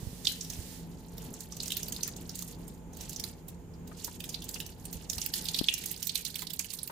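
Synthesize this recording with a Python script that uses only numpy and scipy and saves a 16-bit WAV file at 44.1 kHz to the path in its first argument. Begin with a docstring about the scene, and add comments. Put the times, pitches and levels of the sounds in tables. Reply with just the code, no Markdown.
"""In a kitchen a thin stream of water runs over a cat and drips on the hard floor, right of a hand-held phone.
Each drop is a noise burst through its own slap resonance, with a bright spray and a room tail.
Fine spray patters between them as clumped grains, a smooth hiss fades early, and some bubbles plop.
An appliance hums behind as wavering tones over air noise; the hand bumps the phone with short low pushes."""
import sys
import numpy as np
from scipy import signal
from scipy.fft import rfft, irfft, next_fast_len
from scipy.io import wavfile
from scipy.ndimage import uniform_filter1d, map_coordinates

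SR = 44100
rng = np.random.default_rng(int(sys.argv[2]) if len(sys.argv) > 2 else 0)


def undo_db(level):
    """Turn decibels back into plain size, where 20 dB means ten times bigger."""
    steps = np.asarray(level, float) / 20
    return 10 ** steps


def inscribe(sig):
    """Save sig as 16-bit PCM at rate SR to the path in sys.argv[1].

    A 1-D sig is mono; a 2-D sig holds one channel per row.
    Samples are clipped to [-1, 1] before scaling.
    """
    pcm = np.round(np.clip(np.atleast_2d(sig).T, -1, 1) * 32767)
    wavfile.write(sys.argv[1], SR, pcm.astype(np.int16))


N = 304729

# The clear drops. Each row: time in seconds, slap level in dB, slap pitch in Hz,
# bright spray in dB relative to the slap (held to 5 at most in the burst itself).
CLEAR_DROPS = [(0.248, -29, 5500, -17), (0.2521, -23, 3800, -24), (0.27, -10, 3770, -53),
               (0.32, -34, 6930, -12), (0.4094, -26, 6040, -37), (0.447, -34, 5500, -13),
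               (0.5, -28, 5600, -8), (0.534, -36, 6000, -13), (1.18, -36.5, 4500, 1.5),
               (1.3385, -35, 6740, -40), (1.4052, -31.5, 7500, -5), (1.5216, -33, 6000, -35),
               (1.567, -33, 6600, -5), (1.6014, -24, 4400, -35), (1.632, -27, 7350, -18),
               (1.658, -30.5, 5500, -7), (1.6792, -26, 6260, -6), (1.7038, -25.5, 3300, -13),
               (1.719, -19, 3240, -15), (1.7678, -23, 4280, 2), (1.83, -25.5, 6000, -6),
               (1.882, -30, 4370, 3), (1.9226, -22.5, 6830, -6), (1.9624, -29.5, 4480, -19),
               (2.0077, -33, 4200, -17), (2.0311, -17.5, 6170, -14), (2.076, -30, 6600, 6),
               (2.164, -34.5, 6440, -11), (2.293, -29, 5700, -11), (2.3542, -31, 7800, -2),
               (2.39, -29, 6400, -7), (2.422, -29, 6440, -4), (2.679, -36.5, 8060, -5),
               (2.932, -44, 6500, -10), (2.969, -40.5, 6440, 0), (3.0083, -32, 6300, -8),
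               (3.0939, -30.5, 6300, -5), (3.13, -32.5, 6500, -5), (3.1611, -26, 5970, -17),
               (3.197, -28, 5370, -5), (3.2383, -25.5, 4140, -7), (3.483, -40, 7300, 30),
               (3.737, -53, 4950, -17.5), (3.875, -42, 6470, -4), (4.0444, -24, 6500, -3),
               (4.203, -30.5, 2680, -6), (4.24, -31.5, 3550, -3), (4.2917, -29, 6050, -10),
               (4.3432, -23.5, 4120, -35), (4.42, -33.5, 3370, -9), (4.441, -35.5, 6560, 0),
               (4.4899, -26.5, 6840, -2.5), (4.542, -26.5, 5360, -11), (4.6017, -25, 2970, -6),
               (4.663, -35, 6440, -0.5), (4.853, -30.5, 8500, -6), (4.928, -30.5, 6560, 0),
               (5.098, -19, 5940, -14), (5.131, -29, 4760, -3), (5.181, -24, 4400, -11),
               (5.215, -22.5, 5970, -17), (5.2609, -24.5, 4160, 22), (5.3372, -17.5, 4500, -8.5),
               (5.3778, -31.5, 3400, -11), (5.454, -27, 3680, -5), (5.4853, -20.5, 4220, -22),
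               (5.5442, -17.5, 3800, -27), (5.573, -31, 4740, -10), (5.5879, -18, 3900, -33),
               (5.641, -25.5, 3870, -30), (5.685, -10.5, 2900, -47), (5.7384, -19.5, 5630, -7),
               (5.779, -31.5, 2700, -3), (5.837, -32.5, 2030, -5), (5.8582, -24, 7440, -4),
               (5.9129, -29, 8750, 9), (5.962, -34, 4700, -9), (6.027, -24, 5000, -3),
               (6.07, -24.5, 6450, 36), (6.0932, -22.5, 3900, -26), (6.1548, -18, 4100, -10.5),
               (6.2504, -24.5, 4400, -8), (6.261, -30, 4100, -18), (6.302, -37, 4200, -10),
               (6.342, -34, 4000, -13), (6.356, -25.5, 3680, -5), (6.3912, -30.5, 4100, -4),
               (6.419, -31.5, 2100, -1), (6.469, -30.5, 4160, -17), (6.503, -32.5, 3700, -2),
               (6.534, -32.5, 6700, 19), (6.5927, -19, 7000, -9.5), (6.644, -35.5, 2750, -8),
               (6.703, -31.5, 4700, -13), (6.7352, -28, 8100, -5), (6.788, -32.5, 4140, -8),
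               (6.831, -27.5, 10500, -41), (6.875, -34.5, 4200, 15)]
# Colour of the fine water noise. Each row: frequency in Hz, relative density in dB per Hz.
WATER_COLOUR = [(710, -17), (1200, -4.5), (1860, 8.5), (2420, 7), (3880, 10.5), (7910, 10), (13500, 7),
                (15300, 12), (16000, -26.5)]
# Stereo tilt of the direct water, before the phone's swing. Each row: frequency in Hz, left minus right in dB.
WATER_SIDE = [(1000, 6), (3000, -13.5), (8000, -18), (15000, -16.5)]
USUAL_DB = -28  # level of a usual drop


def unit(x):
    """Scales to rms 1 along the last axis."""
    return x / np.sqrt(np.mean(x ** 2, -1, keepdims=True) + 1e-20)


def peaked(x):
    """Scales to peak 1 along the last axis."""
    return x / np.abs(x).max(-1, keepdims=True)


def along(points, hz):
    """Reads (Hz, value) points on a log frequency axis."""
    f, v = np.transpose(points)
    return np.interp(np.log(hz + 1), np.log(f + 1), v)


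def curve(rows):
    """Draws (seconds, value) rows as one value per sample."""
    return np.interp(np.arange(N) / SR, *np.transpose(rows))


def wobble(rate):
    """A smooth random curve with rate knots a second."""
    knots = rng.standard_normal(int(N * rate / SR) + 4)
    return map_coordinates(knots, [np.arange(N) * rate / SR])


def filtered(x, response):
    """Multiplies the spectrum of x by a response of frequency."""
    m = next_fast_len(2 * x.shape[-1])
    spectrum = rfft(x, m) * response(np.fft.rfftfreq(m, 1 / SR))
    return irfft(spectrum, m)[..., :x.shape[-1]]


def sides(balance, hz):
    """Left and right gains for a left-right difference in dB."""
    return undo_db(np.multiply.outer([.5, -.5], along(balance, hz)))


def peak(hz, centre_hz, q):
    """A causal resonance of gain 1 at its centre."""
    damping = 1j * hz * centre_hz / q
    return damping / (centre_hz ** 2 - hz ** 2 + damping)


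def placed(times, sounds):
    """Sums stereo sounds (event, channel, sample) at their times in seconds."""
    out = np.zeros((2, N + sounds.shape[-1]))
    for s, sound in zip(times, sounds):
        start = max(round(s * SR), 0)
        out[:, start:][:, :sounds.shape[-1]] += sound
    return out[:, :N]


def hum(air_db=-2, lag=0.65):
    """Wavering motor lines, lag radians apart in the ears, over room air that is alike in both in the bass only."""
    # Each row: time in seconds, level in dB.
    hum_level = [(0, -47), (1.7, -46.5), (3.6, -47), (5.5, -46.5), (5.8, -50), (6.91, -52.5)]
    # Each row: pitch in Hz, middle level in dB before the hum level, random knots of its waver a second.
    motor_lines = [(51.5, -5, 1.01), (85.9, -7.5, 14), (170.2, -4, 9), (252, -10, 16), (867, -22, 2.995)]
    # Each row: frequency in Hz, relative density of the air noise in dB per Hz.
    air_colour = [(40, -5), (96, -7), (170, -3.5), (290, -11), (460, -11.5), (545, -19), (950, -21),
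                  (1150, -28.5), (3300, -37.5), (5000, -63), (6900, -30.5), (10500, -81), (13000, -38),
                  (15300, -67.5)]
    # Each row: frequency in Hz, left-right likeness of the air noise (1 = same in both ears).
    likeness = [(60, 1), (300, 0.95), (640, 0.4), (1400, 0.097)]
    # Each row: frequency in Hz, left minus right in dB.
    hum_side = [(40, -7.5), (85, -2.5), (300, 1), (600, -0.5)]
    t = np.arange(N) / SR
    ears = np.array([[lag], [-lag]]) / 2
    lines = 0
    for hz, db, waver in motor_lines:
        level = undo_db(db + 2.4 * wobble(waver))
        lines = lines + level * np.sin(2 * np.pi * hz * t + 2.22 * wobble(waver) + ears)

    def mid_side(f):
        angle = np.arccos(np.clip(along(likeness, f), -1, 1)) / 2
        return undo_db(along(air_colour, f)) * [np.cos(angle), np.sin(angle)]

    mid, side = filtered(rng.standard_normal((2, N)), mid_side)
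    gusts_db = 1.7 * wobble(8)
    air = undo_db(air_db + gusts_db) * unit(np.array([mid + side, mid - side]))
    return undo_db(curve(hum_level)) * filtered(lines + air, lambda f: sides(hum_side, f))


def wetness_db():
    """Spray level: the powers of a running trickle and of what every drop throws up, which lingers, add."""
    # Fine spray that runs on between the drops. Each row: time in seconds, level in dB.
    trickle = [(0, -75.5), (.25, -74), (.6, -48), (.9, -62), (1.15, -55.5), (1.25, -48.5), (1.5, -54.5),
               (2.5, -50), (2.9, -76), (3, -46), (3.35, -66), (3.83, -98.5), (3.95, -50.5), (4.75, -58),
               (5.4, -41.5), (6.1, -49.5), (6.91, -57)]
    thrown_db, grows = -44, 0.7  # spray thrown by a usual drop; dB of spray per dB of drop
    lead_s, linger_s = .003, 0.031  # the thrown power sets in fast and hangs on
    s, db, _, spray_db = np.transpose(CLEAR_DROPS)
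    coarse = np.arange(N)[::64]
    t = coarse[:, None] / SR - s
    strength_db = thrown_db + grows * (db - USUAL_DB) + 0.11 * np.minimum(spray_db, 0)
    rise = np.exp(np.minimum(-t / lead_s, 50))
    fall = np.exp(np.minimum(t / linger_s, 50))
    thrown = undo_db(2 * strength_db) / (rise + fall)
    power = undo_db(2 * curve(trickle)) + np.interp(np.arange(N), coarse, thrown.sum(1))
    return 10 * np.log10(power)


def spray(rate=120, spread_db=7, life=0.0042, diffuse_db=-4, apart=1.0):
    """Many droplets as noise grains of random strength, in clumps, over a blurred wash that swells with them."""
    # Resonances of the droplets in Hz: small drops ring high, large ones low.
    droplet_hz = [1400, 2800, 4300, 7000, 12000]
    clumps, t = wobble(25), np.arange(512) / SR
    grain = t / life * np.exp(-2 * t / life)  # power of one grain, life in seconds
    near = 0
    for hz in droplet_hz:
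        hits = rng.random(N) < rate / SR * undo_db(4 * clumps)  # rate: hits a second at the middle of the clumps
        power = hits * undo_db(2 * spread_db * np.clip(rng.standard_normal(N), -3, 1.3))
        shape = np.sqrt(np.abs(signal.fftconvolve(power, grain)[:N]))
        noise = rng.standard_normal((3, N))
        grains = unit(shape) * (noise[:1] + apart * noise[1:])  # a shared part plus one for each ear
        near = near + filtered(grains, lambda f: peak(f, hz, 1.88) ** 2 * sides(WATER_SIDE, f))
    swell_db = 2.5 * uniform_filter1d(clumps, size=600)
    blur = undo_db(diffuse_db + swell_db) * rng.standard_normal((2, N)) * undo_db([[-2.2], [2.2]])
    wet = filtered(near + blur, lambda f: undo_db(along(WATER_COLOUR, f)))
    return undo_db(wetness_db()) * wet / wet.std()


def hiss():
    """Even noise without grains in the water's colour; it swells a little early on, then sinks away."""
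    # Each row: time in seconds, level in dB.
    hiss_level = [(.42, -48), (.52, -48), (.76, -45), (.88, -67)]
    noise = filtered(rng.standard_normal((2, N)),
                     lambda f: undo_db(along(WATER_COLOUR, f)) * sides(WATER_SIDE, f))
    return undo_db(curve(hiss_level)) * noise / noise.std()


def bumps(cycles=0.67):
    """The phone's case is pushed: a damped sine that dies within one or two low cycles."""
    # Each row: start in seconds, peak level in dB, pitch in Hz, left minus right in dB.
    pushes = [(0.03, -31.5, 125, -8), (0.071, -35, 94.2, -22), (0.13, -32.5, 167, -1.0),
              (0.59, -32.5, 81, -9), (4.955, -34.5, 72, -9), (5.17, -33.5, 87.5, 4),
              (5.613, -24.5, 260, 18.5)]
    s, db, hz, pan_db = np.transpose(pushes)[..., None]
    t = np.arange(4096) / SR
    push = np.sin(2 * np.pi * hz * t) * np.exp(-t * hz / cycles) * (1 - np.exp(-t / 0.00021))
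    mono = (undo_db(db) * peaked(push))[:, None]
    return placed(s[:, 0], mono * undo_db(pan_db[:, None] * [[.5], [-.5]]))


def echoes(count, size):
    """A fresh room tail of energy 1 per drop and ear; each frequency dies at its own speed."""
    # Reverberation of the kitchen. Each row: frequency in Hz, time to fall by 60 dB in seconds.
    kitchen = [(1000, 0.88), (3500, 0.26), (8000, 0.3), (15000, 0.062)]
    hz, t, z = signal.stft(rng.standard_normal((count, 2, size)), SR, nperseg=256)
    fading = z * undo_db(-60 * t / along(kitchen, hz)[:, None])
    tail = signal.istft(fading, SR, nperseg=256)[1][..., :size]
    return unit(tail) / np.sqrt(size)


def drops(q=2.65, wide_db=-6, room_db=-9, apart=0.73, body_db=-32):
    """A drop bursts in a sharp core inside a softer spread: noise with a slap resonance and a bright spray."""
    s, db, slap_hz, spray_db = np.transpose(CLEAR_DROPS)[..., None, None]
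    t = np.arange(1024) / SR - .005
    # hard drops are abrupt
    slow = undo_db(1.2 * rng.standard_normal(s.shape) - .2 * (np.maximum(db, -45) - USUAL_DB))
    rise, fall, halo = .0007 * slow, .0022 * slow, .38  # core times in seconds, share of the spread

    def swell(up, down):
        return 1 / (np.exp(-t / up) + np.exp(t / down))

    burst = swell(rise, fall) + halo * swell(1.7 * rise, 4 * fall)
    noise = rng.standard_normal((len(s), 2, 3, len(t)))
    # the splash is wide: the ears differ
    noise = (noise[:, :, :1] + apart * noise[:, :, 1:]) * burst[:, None]
    wide = undo_db(wide_db + 0.55 * spray_db)  # a drop that sprays much is broad in colour
    late = .0005 * (0.353 + rng.random(s.shape))  # delay of the bounce in seconds
    # the dull thud of the water's weight
    body = undo_db(body_db + 7.8 * rng.standard_normal(s.shape) - 0.24 * (db - USUAL_DB))

    def slap_colour(f):
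        no_bass = (f / 1900) ** 4 / (1 + (f / 1900) ** 4)
        # a near surface throws the sound back and bands its colour
        bounce = 1 + 0.98 * np.exp(-2j * np.pi * f * late)
        ring = peak(f, slap_hz, q) ** 2 + wide * bounce * peak(f, slap_hz, 0.57)
        return ring * no_bass + body * peak(f, 1120, 2.1) ** 2

    slap = filtered(noise[:, 0], slap_colour)
    bright = filtered(noise[:, 1], lambda f: peak(f, 14400, 2.8) ** 2)
    sound = undo_db(db) * (peaked(slap) + undo_db(np.minimum(spray_db, 5)) * peaked(bright))
    direct = filtered(sound, lambda f: sides(WATER_SIDE, f))
    room = undo_db(room_db) * signal.fftconvolve(sound, echoes(len(s), size=12000), axes=-1)
    return placed(s.ravel() - .004, direct) + placed(s.ravel() + 0.0017, room)


def plops(life=.0052, rise=.05, rough=1.3):
    """Bigger drops trap air: a short-lived, unsteady bubble tone whose pitch climbs."""
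    # Each row: start in seconds, level in dB, starting pitch in Hz.
    bubbles = [(1.988, -48.5, 920), (2.078, -46, 1760), (3.913, -48, 1200), (4.076, -41.5, 934),
               (4.557, -40, 2656), (5.18, -44, 904), (6.42, -41.5, 980), (6.593, -38, 2360),
               (6.896, -38.5, 915)]
    s, db, hz = np.transpose(bubbles)[..., None]
    t = np.arange(2048) / SR
    jitter = uniform_filter1d(rng.standard_normal((len(s), 2, len(t))), size=40)
    shake = rough * unit(jitter)  # phase in radians, apart in each ear
    tone = np.sin(2 * np.pi * (hz * t * (1 + rise * t / 0.038))[:, None] + shake)
    fading = tone * np.exp(-t / life) * (1 - np.exp(-t / 0.075))
    return placed(s[:, 0], undo_db(db)[:, None] * peaked(fading))


def scene():
    """Water, hand and room together; as the phone swings, the water moves further right."""
    # Added stereo tilt of all the water. Each row: time in seconds, left minus right in dB.
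    swing = [(0, 8.5), (5.7, 6), (6.1, 2)]
    water = (drops() + spray() + plops() + hiss()) * undo_db(curve(swing) * [[.5], [-.5]])
    return water + bumps() + hum()


def roll_off(x):
    """The treble ends steeply here."""
    return signal.sosfilt(signal.butter(12, 16980, fs=SR, output="sos"), x)


def record(dry):
    """The microphone falls off in the deep bass (41 Hz) and steeply at the top (15300 Hz)."""
    heard = filtered(dry, lambda f: 1 / np.sqrt((1 + (f / 15300) ** 60) * (1 + (41 / (f + 1)) ** 4)))
    return roll_off(heard)


dry = scene()
out = record(dry)
inscribe(out)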